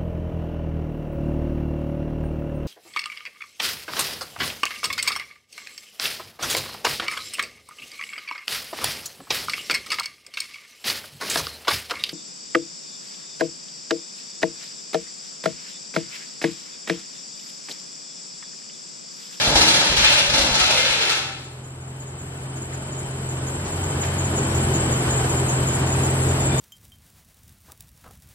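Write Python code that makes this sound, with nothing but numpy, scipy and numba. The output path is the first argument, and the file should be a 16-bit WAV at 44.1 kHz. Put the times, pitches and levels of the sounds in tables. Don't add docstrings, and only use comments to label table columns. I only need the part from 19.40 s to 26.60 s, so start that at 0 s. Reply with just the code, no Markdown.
import sys
import numpy as np
from scipy import signal
from scipy.fft import rfft, irfft, dct, next_fast_len
from scipy.io import wavfile
from scipy.ndimage import uniform_filter1d
from numba import njit

SR = 44100
rng = np.random.default_rng(int(sys.argv[2]) if len(sys.argv) > 2 else 0)


def natural_amplitude(level_db):
    exponent = np.asarray(level_db, float) / 20
    return 10 ** exponent


def master(y):
    cut = np.clip(np.atleast_2d(y).T, -1, 1)
    pcm = np.round(cut * 32767)
    wavfile.write(sys.argv[1], SR, pcm.astype(np.int16))


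N = 317520
T = np.arange(N) / SR

# start_s, peak_db
SLAMS = [(0.017, -26.5), (0.153, -2), (0.207, -6.5), (0.2749, -6.5), (0.336, -15), (0.401, -17.5),
         (0.457, -26), (0.5655, -6.5), (0.6032, -22.5), (0.6415, -5.5), (0.718, -10.5), (0.77, -9.5),
         (0.8362, -35), (0.8945, -7), (0.937, -4.5), (0.979, -8.5), (1.011, -12), (1.044, -18),
         (1.1427, -2.5), (1.198, -5.5), (1.214, -15), (1.253, -16), (1.2987, -5.5), (1.3732, -9),
         (1.4465, -13.5), (1.504, -18), (1.607, -13.5), (1.645, -21), (1.692, -10), (1.718, -14.5),
         (1.787, -9.5), (1.805, -12)]
# time_s, rattle_db
EFFORT = [(0.0, -17), (0.144, -18), (0.154, -20), (.3, -19.5), (.42, -19.5), (.46, -21), (0.546, -21.5),
          (0.66, -19), (.8, -22.5), (.83, -24.5), (0.922, -27.5), (0.936, -23), (1.13, -23.5),
          (1.398, -23.5), (1.58, -23), (1.68, -23.5), (1.75, -26.5), (1.83, -27.5)]
# time_s, pitch_hz, level_db
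WHINE = [(0, 600, -33), (.2, 541.7, -43), (.35, 559, -34), (.45, 560, -37.5), (.55, 500, -37.5),
         (.75, 591, -39.5), (1.0, 568.6, -38.5), (1.27, 608.5, -44.5), (1.305, 593, -27.5),
         (1.34, 556.6, -31.5), (1.37, 526, -34), (1.42, 519.5, -37.5), (1.5, 521, -39),
         (1.55, 471.5, -42.5), (1.61, 450, -36.5), (1.68, 383.5, -39), (1.85, 320, -58)]
# pitch_hz, width_hz, level_db
HOUSING = [(557, 120, -4.5), (930, 110, -2.5), (1240, 25, -30), (1713, 85, -7.5), (2144, 92, -4.5),
           (2408, 110, 1), (2640, 117, 1.5), (2827, 98, -0.5), (3180, 170, -1), (3485, 100, -2),
           (3950, 52, -0.5), (4080, 99, -5)]
# frequency_hz, density_db (per Hz)
RATTLE_MID = [(25, -30), (50, -15), (95, -5), (150, 1), (291, -2), (415, -4.5), (548, -2), (871, 1.5),
              (1030, -5.5), (1300, 2.5), (2130, 1.5), (4210, 0.5), (6000, -11), (7800, -26), (9500, -25),
              (12000, -32), (14000, -88)]
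RATTLE_SIDE = [(88, -66), (150, -60), (426, -15.5), (559, -13), (924, -8.5), (998, -11.5), (1500, 2),
               (1930, -4), (2380, 2), (3510, 6), (11400, -24), (15300, -41.5)]
# start_s, level_db, pitch_hz
RINGS = [(.155, -30, 762), (.22, -31, 882), (.29, -35, 847), (.33, -27, 564), (.39, -30, 930),
         (.64, -28, 858), (.70, -30, 604), (.936, -27, 871), (.985, -32, 520.3), (1.146, -23.5, 854),
         (1.2, -29, 740), (1.691, -33.5, 930), (1.78, -30.5, 780), (.155, -24.5, 2120), (.155, -31, 4290),
         (.21, -24, 1286), (.23, -28, 2030), (.40, -36, 3485), (0.646, -26, 4080), (.645, -23, 3590),
         (.65, -44, 1350), (.98, -25, 1987), (1.146, -38, 4240), (1.145, -28.5, 3450), (1.15, -24, 1313),
         (1.209, -24.5, 1287), (1.3, -28, 2456), (1.32, -24, 3460), (1.3, -24, 2574), (1.37, -22.5, 2105),
         (1.41, -26, 2100), (1.2, -30, 2580), (1.25, -28.5, 2440), (1.39, -26, 3150), (1.43, -29, 3070),
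         (1.51, -29, 2770), (1.6, -32, 2150), (1.61, -27, 4210), (1.69, -33, 4300), (.02, -26.5, 2380),
         (.24, -33, 2123), (.27, -26, 3990), (.46, -27.5, 3980), (.71, -27, 4230), (.94, -27.5, 1390),
         (1.701, -27, 1312)]
# start_s, level_db, pitch_hz, t60_s
THUMPS = [(.072, -20, 50, 0.17), (.105, -22, 144, .12), (.148, -13.5, 55, 0.13), (.195, -18, 64.3, .14),
          (.24, -23, 90, .1), (.497, -16, 60, .1), (.51, -23, 140, .14), (.535, -25, 50, .1),
          (.575, -18.5, 58, .14), (.62, -18, 60, 0.14), (.67, -26, 55, .1), (.73, -24.5, 60.2, 0.11),
          (.88, -25, 50, .15), (.89, -27, 130, .12), (.935, -23, 59, .12), (.99, -19, 52, .12),
          (1.025, -18.5, 62, .13), (1.11, -19.5, 50, .12), (1.14, -22, 140, 0.15),
          (1.175, -25.5, 189, 0.12), (1.21, -21, 60, .14), (1.255, -26, 75, .12), (1.33, -28, 69.6, .12),
          (1.37, -34, 65, 0.11), (1.5, -27, 55, .1)]
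# start_s, peak_db, pitch_hz
BLOWS = [(0.123, -21.5, 297), (0.209, -25, 238), (0.397, -25, 298), (0.477, -31, 291), (0.51, -30.5, 148),
         (0.546, -29, 153), (0.594, -28, 218), (0.702, -29, 277), (0.936, -24, 284), (0.979, -22.5, 287),
         (1.068, -26.5, 265), (1.135, -23.5, 190), (1.247, -29, 299), (1.388, -27.5, 463)]
# time_s, firing_hz
IDLE = [(1.25, 42.2), (1.75, 42.05), (2.72, 43.64), (3.8, 43.98), (3.87, 43), (4.05, 43.74), (4.4, 45.05),
        (4.53, 44.62), (4.72, 44.82), (5.61, 42.26), (5.92, 42.46), (6.55, 43.84), (7.2, 44.08)]
# time_s, level_db
LOAD = [(0, -1), (1.2, -3.5), (1.4, 0.5), (1.55, -4), (1.78, -8), (1.88, -2), (2.2, 2), (2.5, 3.5),
        (3.6, 0.5), (4.1, 1.5), (4.35, -3), (4.8, 0), (5.2, -3), (6, -0.5), (7.2, -0.5)]
CYLINDER_DB = [4.5, -1, 5.5, 1, 5, 6, -2, 6]
# multiple (of the firing_hz), level_db
PARTIALS = [(5, -42), (6, -43), (8, -41), (9, -38), (10, -45), (14, -46)]
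# pitch_hz, width_hz, level_db
EXHAUST = [(210, 22, 0.5), (258.7, 8.2, -0.5), (330.2, 21, 5), (395.5, 22.7, 2.5), (599, 4.4, -5.5)]
# frequency_hz, density_db (per Hz)
ROAR_MID = [(18, -52), (30, -18), (75, -5.5), (102, -8), (129, -3.5), (177, -8.5), (391, -11.5),
            (475, -14.5), (828, -15.5), (2170, -27), (3060, -30.5), (5000, -37), (6500, -44.5),
            (11000, -120)]
ROAR_SIDE = [(35, -75), (60, -49), (125, -28), (200, -19), (420, -2.5), (494, 5), (609, 7.5), (1990, 3.5),
             (3010, 3.5), (3380, -0.5), (5770, -4.5), (7610, -1.5), (8750, -3.5), (10000, -7),
             (12500, -12.5), (15300, -26)]
# phase_cycles, strength_ratio, lowest_hz (where the squeal drops to)
SLIP_CYCLE = [
    (0.01, 1.2, 7100),
    (0.351, 0.82, 7485),
    (.7, 0.23, 7550),
]
# start_s, level_db, centre_hz, width_hz
SCUFFS = [
    (3.322, -41, 1700, 1200),
    (4.254, -45, 4340, 4020),
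    (4.628, -31, 1801, 1000),
    (4.63, -38, 700, 500),
    (4.95, -47, 698.6, 797),
    (5.029, -49, 801.6, 800),
]
# start_s, level_db, pitch_hz, t60_s
KNOCKS = [(6.6, -43, 2450, 0.31), (6.81, -44, 3400, .1), (6.86, -45, 3570, 0.37), (7.0, -47, 5000, 0.27),
          (7.0, -44, 2380, 0.22), (7.0, -43, 3560, .4), (7.115, -37, 3550, 0.4), (7.165, -37, 3550, 0.5),
          (7.08, -39, 2400, .4), (7.115, -36.5, 2385, 0.3), (6.545, -37, 2500, .15),
          (7.135, -39, 1500, .12), (5.1, -40, 5600, .2)]
# frequency_hz, mid_db, side_db
FAINTEST = [(102, -20, -3.5), (303, -20.5, -13.5), (1503, -10, -8.5), (3150, -10, -5), (4500, -8, -6),
            (5580, -4.5, -7), (7720, -10, -12), (8840, 1, -7), (9400, 1.5, -5), (10420, -3.5, -7),
            (10880, -4, -8), (13570, -1.5, -6.5), (15400, 2, 8)]

RELEASE_S, FREEWHEEL_S = 1.806, 1.1
USUAL_DB, USUAL_HZ = -23, 43.5
GARAGE_T60_S = 0.78
FRAME, FRAME_START = 1024, 664


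def curves(table):
    s, *columns = np.transpose(table)
    return [np.interp(T, s, column) for column in columns]


def level(x, db):
    return np.asarray(x) * natural_amplitude(db) / np.sqrt(np.mean(np.atleast_2d(x)[0] ** 2))


def noise(rows):
    return rng.standard_normal((rows, N))


def placed(x, side):
    return x * np.array([[1], [side]])


def above(x, hz, order):
    return signal.sosfilt(signal.butter(order, hz, "high", fs=SR, output="sos"), x)


def colour(x, points):
    hz, db = np.transpose(points)
    size = next_fast_len(N)
    log_hz = np.log(np.arange(size // 2 + 1) * SR / size + 1)
    gain = natural_amplitude(np.interp(log_hz, np.log(hz), db))
    return irfft(rfft(x, size) * gain, size)[:N]


def pair(rows, mid_points, side_points, mid_db, side_db, centre_db):
    side, twin = level([colour(row, side_points) for row in rows[1:]], side_db)
    mid = level(colour(rows[0], mid_points), mid_db) + natural_amplitude(centre_db) * above(twin, 5600, order=4)
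    return np.array([mid, side])


@njit
def svf(x, hz, width):
    y, band, low = np.empty(len(x)), 0., 0.
    for i in range(len(x)):
        g, k = np.tan(np.pi * hz[i] / SR), width / hz[i]
        v = (band + g * (x[i] - low)) / (1 + g * (g + k))
        band, low, y[i] = 2 * v - band, low + 2 * g * v, k * v
    return y


def walk(rate):
    hold = max(int(SR / rate / 32), 1)
    slow = np.repeat(rng.standard_normal(N // 32 // hold + 2), hold)
    slow = uniform_filter1d(uniform_filter1d(slow, hold), hold)
    return .79 * np.interp(T, np.arange(len(slow)) * 32 / SR, slow)


def modes(x, table, flicker_db, rate):
    out = 0
    for hz, width, db in table:
        mode = signal.lfilter(*signal.iirpeak(hz, hz / width, SR), x)
        out = out + natural_amplitude(db + flicker_db * walk(rate)) * mode
    return out


def puffs(times, sizes, rise_s, fall_s):
    at = np.clip(np.asarray(times) * SR, 0, N - 1).astype(int)
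    kicks = np.bincount(at, weights=sizes, minlength=N)

    def fade(rate):
        return signal.lfilter([1], [1, -np.exp(-rate / SR)], kicks)

    return fade(1 / fall_s) - fade(1 / fall_s + 1 / rise_s)


def ring(table, rise_s):
    out, age = np.zeros(N + SR), T[:SR]
    for s, db, hz, t60 in table:
        at = int(max(s, 0) * SR)
        envelope = natural_amplitude(db - 60 * age / t60) * (1 - np.exp(-age / rise_s))
        out[at:at + SR] += envelope * np.sin(2 * np.pi * hz * age)
    return out[:N]


def garage(x, wet_db):
    t = T[:SR]
    tail = rng.standard_normal((2, SR)) * natural_amplitude(-60 * t / GARAGE_T60_S) * (1 - np.exp(-t / 0.033))
    dull = signal.lfilter([.45], [1, -.55], tail)
    tail = dull + (tail - dull) * np.exp(-t / 0.051)
    tail = tail / np.sqrt(np.sum(tail[0] ** 2))
    return x + natural_amplitude(wet_db) * signal.fftconvolve(x, tail, axes=1)[:, :N]


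def gear_mesh():
    rattle_db = curves(EFFORT)[0]
    effort = rattle_db - USUAL_DB
    treble_db = -34.5 + 0.61 * effort - 1.45 * T + 0.59 * walk(14.44)
    growl_db = -29 + 0.96 * effort - 1.6 * T + 5.1 * walk(15.84)
    growl_db = growl_db - 19 * np.maximum(T - FREEWHEEL_S, 0)
    s, peak_db = np.transpose(SLAMS)
    slam = 1 + puffs(s, natural_amplitude(peak_db + 13), rise_s=0.004, fall_s=0.034)
    teeth = noise(3) * natural_amplitude(2.02 * rng.exponential(size=(3, N))) * slam
    teeth = teeth * natural_amplitude(1.5 * walk(110))
    ringing = []
    for row in teeth:
        housing = modes(row, HOUSING, flicker_db=6.5, rate=22)
        ringing.append(level(row, 0.67) + level(housing, -10.0))
    gear = pair(np.array(ringing), RATTLE_MID, RATTLE_SIDE, mid_db=-0.37, side_db=3.0, centre_db=-7.0)
    low = signal.sosfilt(signal.butter(2, 1300, fs=SR, output="sos"), gear)
    high = above(gear, 6000, order=2)
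    middle = gear - low - high
    treble = high * slam ** .1 * natural_amplitude(treble_db + 21.5)
    gear = middle * natural_amplitude(rattle_db - 3.0) + low * natural_amplitude(growl_db + 3.0) + treble
    return gear * np.clip((RELEASE_S - T) / 0.031, 0, 1)


def armature():
    hz, whine_db = curves(WHINE)
    brushes = level(svf(noise(1)[0], hz, 60.0), -2.0)
    tone = np.sin(2 * np.pi * np.cumsum(hz * (1 + 0.0061 * walk(29.84))) / SR)
    return (brushes + 0.4 * tone) * natural_amplitude(whine_db) * (T < WHINE[-1][0])


def compressions():
    blows = [(s, db - 1, hz, 0.13) for s, db, hz in BLOWS]
    return ring(THUMPS, rise_s=0.0065) + ring(blows, rise_s=0.004)


def starter():
    rings = ring([(s, db, hz, 0.22) for s, db, hz in RINGS], rise_s=0.0038)
    metal = gear_mesh() + placed(rings, .4) + placed(armature(), .4)
    return garage(metal, wet_db=-5.0) + placed(compressions(), .01)


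def exhaust_drone(hz, turns):
    second_db = -32.5 + 1.8 * (hz - USUAL_HZ) + 3.1 * walk(17)
    dead_db = -8 * np.exp(-((3 * hz - 135.9) / 2.3) ** 2)
    third_db = -26 + curves(LOAD)[0] + dead_db + 1.8 * walk(12)
    second = natural_amplitude(second_db) * np.sin(4 * np.pi * turns)
    third = natural_amplitude(third_db) * np.sin(6 * np.pi * turns + 1.45)
    drone = np.sqrt(2) * (second + third)
    drone = drone + natural_amplitude(-36 + 4.5 * walk(7)) * np.sin(7 * np.pi * turns)
    for k, db in PARTIALS:
        drone = drone + natural_amplitude(db + 4 * walk(5)) * np.sin(2 * np.pi * k * turns + k)
    return drone


def exhaust_pipes(turns, size):
    gas = noise(1)[0] * (0.4 + size * np.exp(-(turns % 1) / 0.26))
    boom = level(modes(gas, EXHAUST, flicker_db=0.0, rate=6), 0.36)
    return boom * natural_amplitude(-37.5 + 0.88 * walk(5.7))


def fan_roar(size):
    air = noise(3) * (1 + 0.11 * size) * natural_amplitude(0.83 * walk(3.78))
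    roar = pair(air, ROAR_MID, ROAR_SIDE, mid_db=-27.5, side_db=-33, centre_db=-7.0)
    whistles = [(3070, 26, 1), (1490, 54.8, -4)]  # pitch_hz, width_hz, level_db
    pulley = np.array([level(modes(row, whistles, flicker_db=2, rate=8.8), -51) for row in air[:2]])
    turned = np.clip((T - 6.3) / 0.16, 0, 1)
    body = signal.sosfilt(signal.butter(1, [300, 1000], "band", fs=SR, output="sos"), roar)
    return roar + (natural_amplitude(turned) - 1) * body + pulley * natural_amplitude(-5 * turned)


def idling():
    hz = curves(IDLE)[0]
    turns = np.cumsum(hz) / SR
    fired = turns.astype(int)
    size = natural_amplitude(np.array(CYLINDER_DB)[fired % 8] + 4 * rng.uniform(-1, 1, size=400)[fired])
    drone = placed(exhaust_drone(hz, turns), .008)
    pipes = placed(exhaust_pipes(turns, size), .04)
    return drone + pipes + fan_roar(size)


def belt():
    turns = np.cumsum(curves(IDLE)[0]) / SR
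    cycles = (turns - np.interp(2.043, T, turns)) / 8
    share, strength, low_hz = np.tile(np.transpose(SLIP_CYCLE), 39)
    whole = np.arange(len(share)) // len(SLIP_CYCLE) - 10
    late, uneven, deeper = rng.standard_normal((3, len(share)))
    s = np.interp(whole + share, cycles, T) + 0.0042 * late
    size = np.minimum(strength * natural_amplitude(3.5 * uneven), 1.6)
    drop_hz = (7800 - low_hz - 110 * deeper) * 1.67
    hz = 7800 - puffs(s, drop_hz, rise_s=0.0092, fall_s=0.04) + 100 * walk(30)
    hz = np.clip(hz, 6550, 9000)
    grip = natural_amplitude(2.4 * walk(150))
    rub = noise(2) * (0.42 + puffs(s, size, rise_s=0.0011, fall_s=0.044)) * grip
    squeal = np.array([svf(svf(row, hz, 750.0), hz, 750.0) for row in rub])
    span_hz = 7950 + 150 * walk(34)
    free = noise(2) * grip
    span = np.array([svf(svf(row, span_hz, 450.), span_hz, 450.) for row in free])
    overtone = np.array([svf(row, 1.47 * hz, 1600.0) for row in free + 0.59 * rub])
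    spit = noise(2) * puffs(s, size * strength, rise_s=0.006, fall_s=0.031)
    octave = [svf(row, np.minimum(2 * hz, 16000.), 900.) for row in spit]
    tick = level(above(spit, 9600, order=2), -56.5) + level(octave, -65.5)
    chirp = level(squeal, -41) + level(span, -44.0) + tick
    wider = np.array([[0], [8.5]])  # dB, mid and side
    overtone_wider = np.array([[0], [4.5]])
    return chirp * natural_amplitude(wider) + level(overtone, -49) * natural_amplitude(overtone_wider)


def scuffs():
    rub = noise(2)
    out = 0
    for s, db, hz, width in SCUFFS:
        band = np.array([svf(row, np.full(N, 1. * hz), 1. * width) for row in rub])
        out = out + 3 * natural_amplitude(db) * puffs([s], [1], rise_s=0.0035, fall_s=0.043) * band
    return out


def knocks():
    return placed(ring(KNOCKS, rise_s=0.0015), .6)


def camera_db():
    ducked = np.maximum(-13 - 1.8 * T, -16)
    db = ducked + 6.2 * np.maximum(T - 2.323, 0)
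    return uniform_filter1d(np.minimum(db, 2), size=22050)


def scene():
    handling = garage(knocks() + scuffs(), wet_db=-13.5)
    mid, side = starter() + handling + natural_amplitude(camera_db()) * (idling() + belt())
    mid = mid + 0.055 * side
    side = above(side, 65, order=2) + 0.18 * above(mid, 450, order=2)
    return np.array([mid + side, mid - side])


def steps(lines, least):
    step = least / .6 + 1e-12
    return np.sign(lines) * step * np.floor(np.abs(lines) / step + .4)


def thin(mid, side):
    window = signal.windows.kaiser_bessel_derived(2 * FRAME, 4 * np.pi)
    lead, count = 2 * FRAME - FRAME_START, N // FRAME + 3
    at = FRAME * np.arange(count)[:, None] + np.arange(2 * FRAME)
    padded = np.pad([mid, side], ((0, 0), (lead, 4 * FRAME)))
    a, b, c, d = np.split(padded[:, at] * window, 4, axis=2)
    lines = dct(np.dstack([-c[..., ::-1] - d, a - b[..., ::-1]]), type=4, norm="ortho")
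    band = np.sqrt(np.mean(lines[1].reshape(count, -1, 32) ** 2, axis=2))
    top = np.log(band.max(axis=1, keepdims=True) + 1e-9)
    band = band + natural_amplitude(-24.5) * np.exp(uniform_filter1d(top, size=9, axis=0))
    uneven = np.clip(np.arange(band.shape[1]) / 13, .2, 1) ** 2
    waver = 1.8 * rng.standard_normal(band.shape) + 2.6 * rng.standard_normal((count, 1))
    band = np.repeat(band * natural_amplitude(uneven * waver), FRAME // band.shape[1], axis=1)
    hz, mid_db, side_db = np.transpose(FAINTEST)
    line_hz = np.arange(FRAME) * SR / 2 / FRAME
    least = band * natural_amplitude(np.array([[np.interp(line_hz, hz, db)] for db in (mid_db, side_db)]))
    u, v = np.split(dct(steps(lines, least), type=4, norm="ortho"), 2, axis=2)
    frames = np.dstack([v, -v[..., ::-1], -u[..., ::-1], -u]) * window
    out = frames[:, 1:, :FRAME] + frames[:, :-1, FRAME:]
    return out.reshape(2, -1)[:, lead - FRAME:lead - FRAME + N]


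def top_cut(x):
    return signal.sosfilt(signal.butter(12, 15420, fs=SR, output="sos"), x)


def record(dry):
    left, right = .88 * np.tanh(dry / .88)
    mid, side = thin((left + right) / 2, (left - right) / 2)
    return top_cut(np.array([mid + side, mid - side]))


dry = scene()
out = record(dry)
master(out)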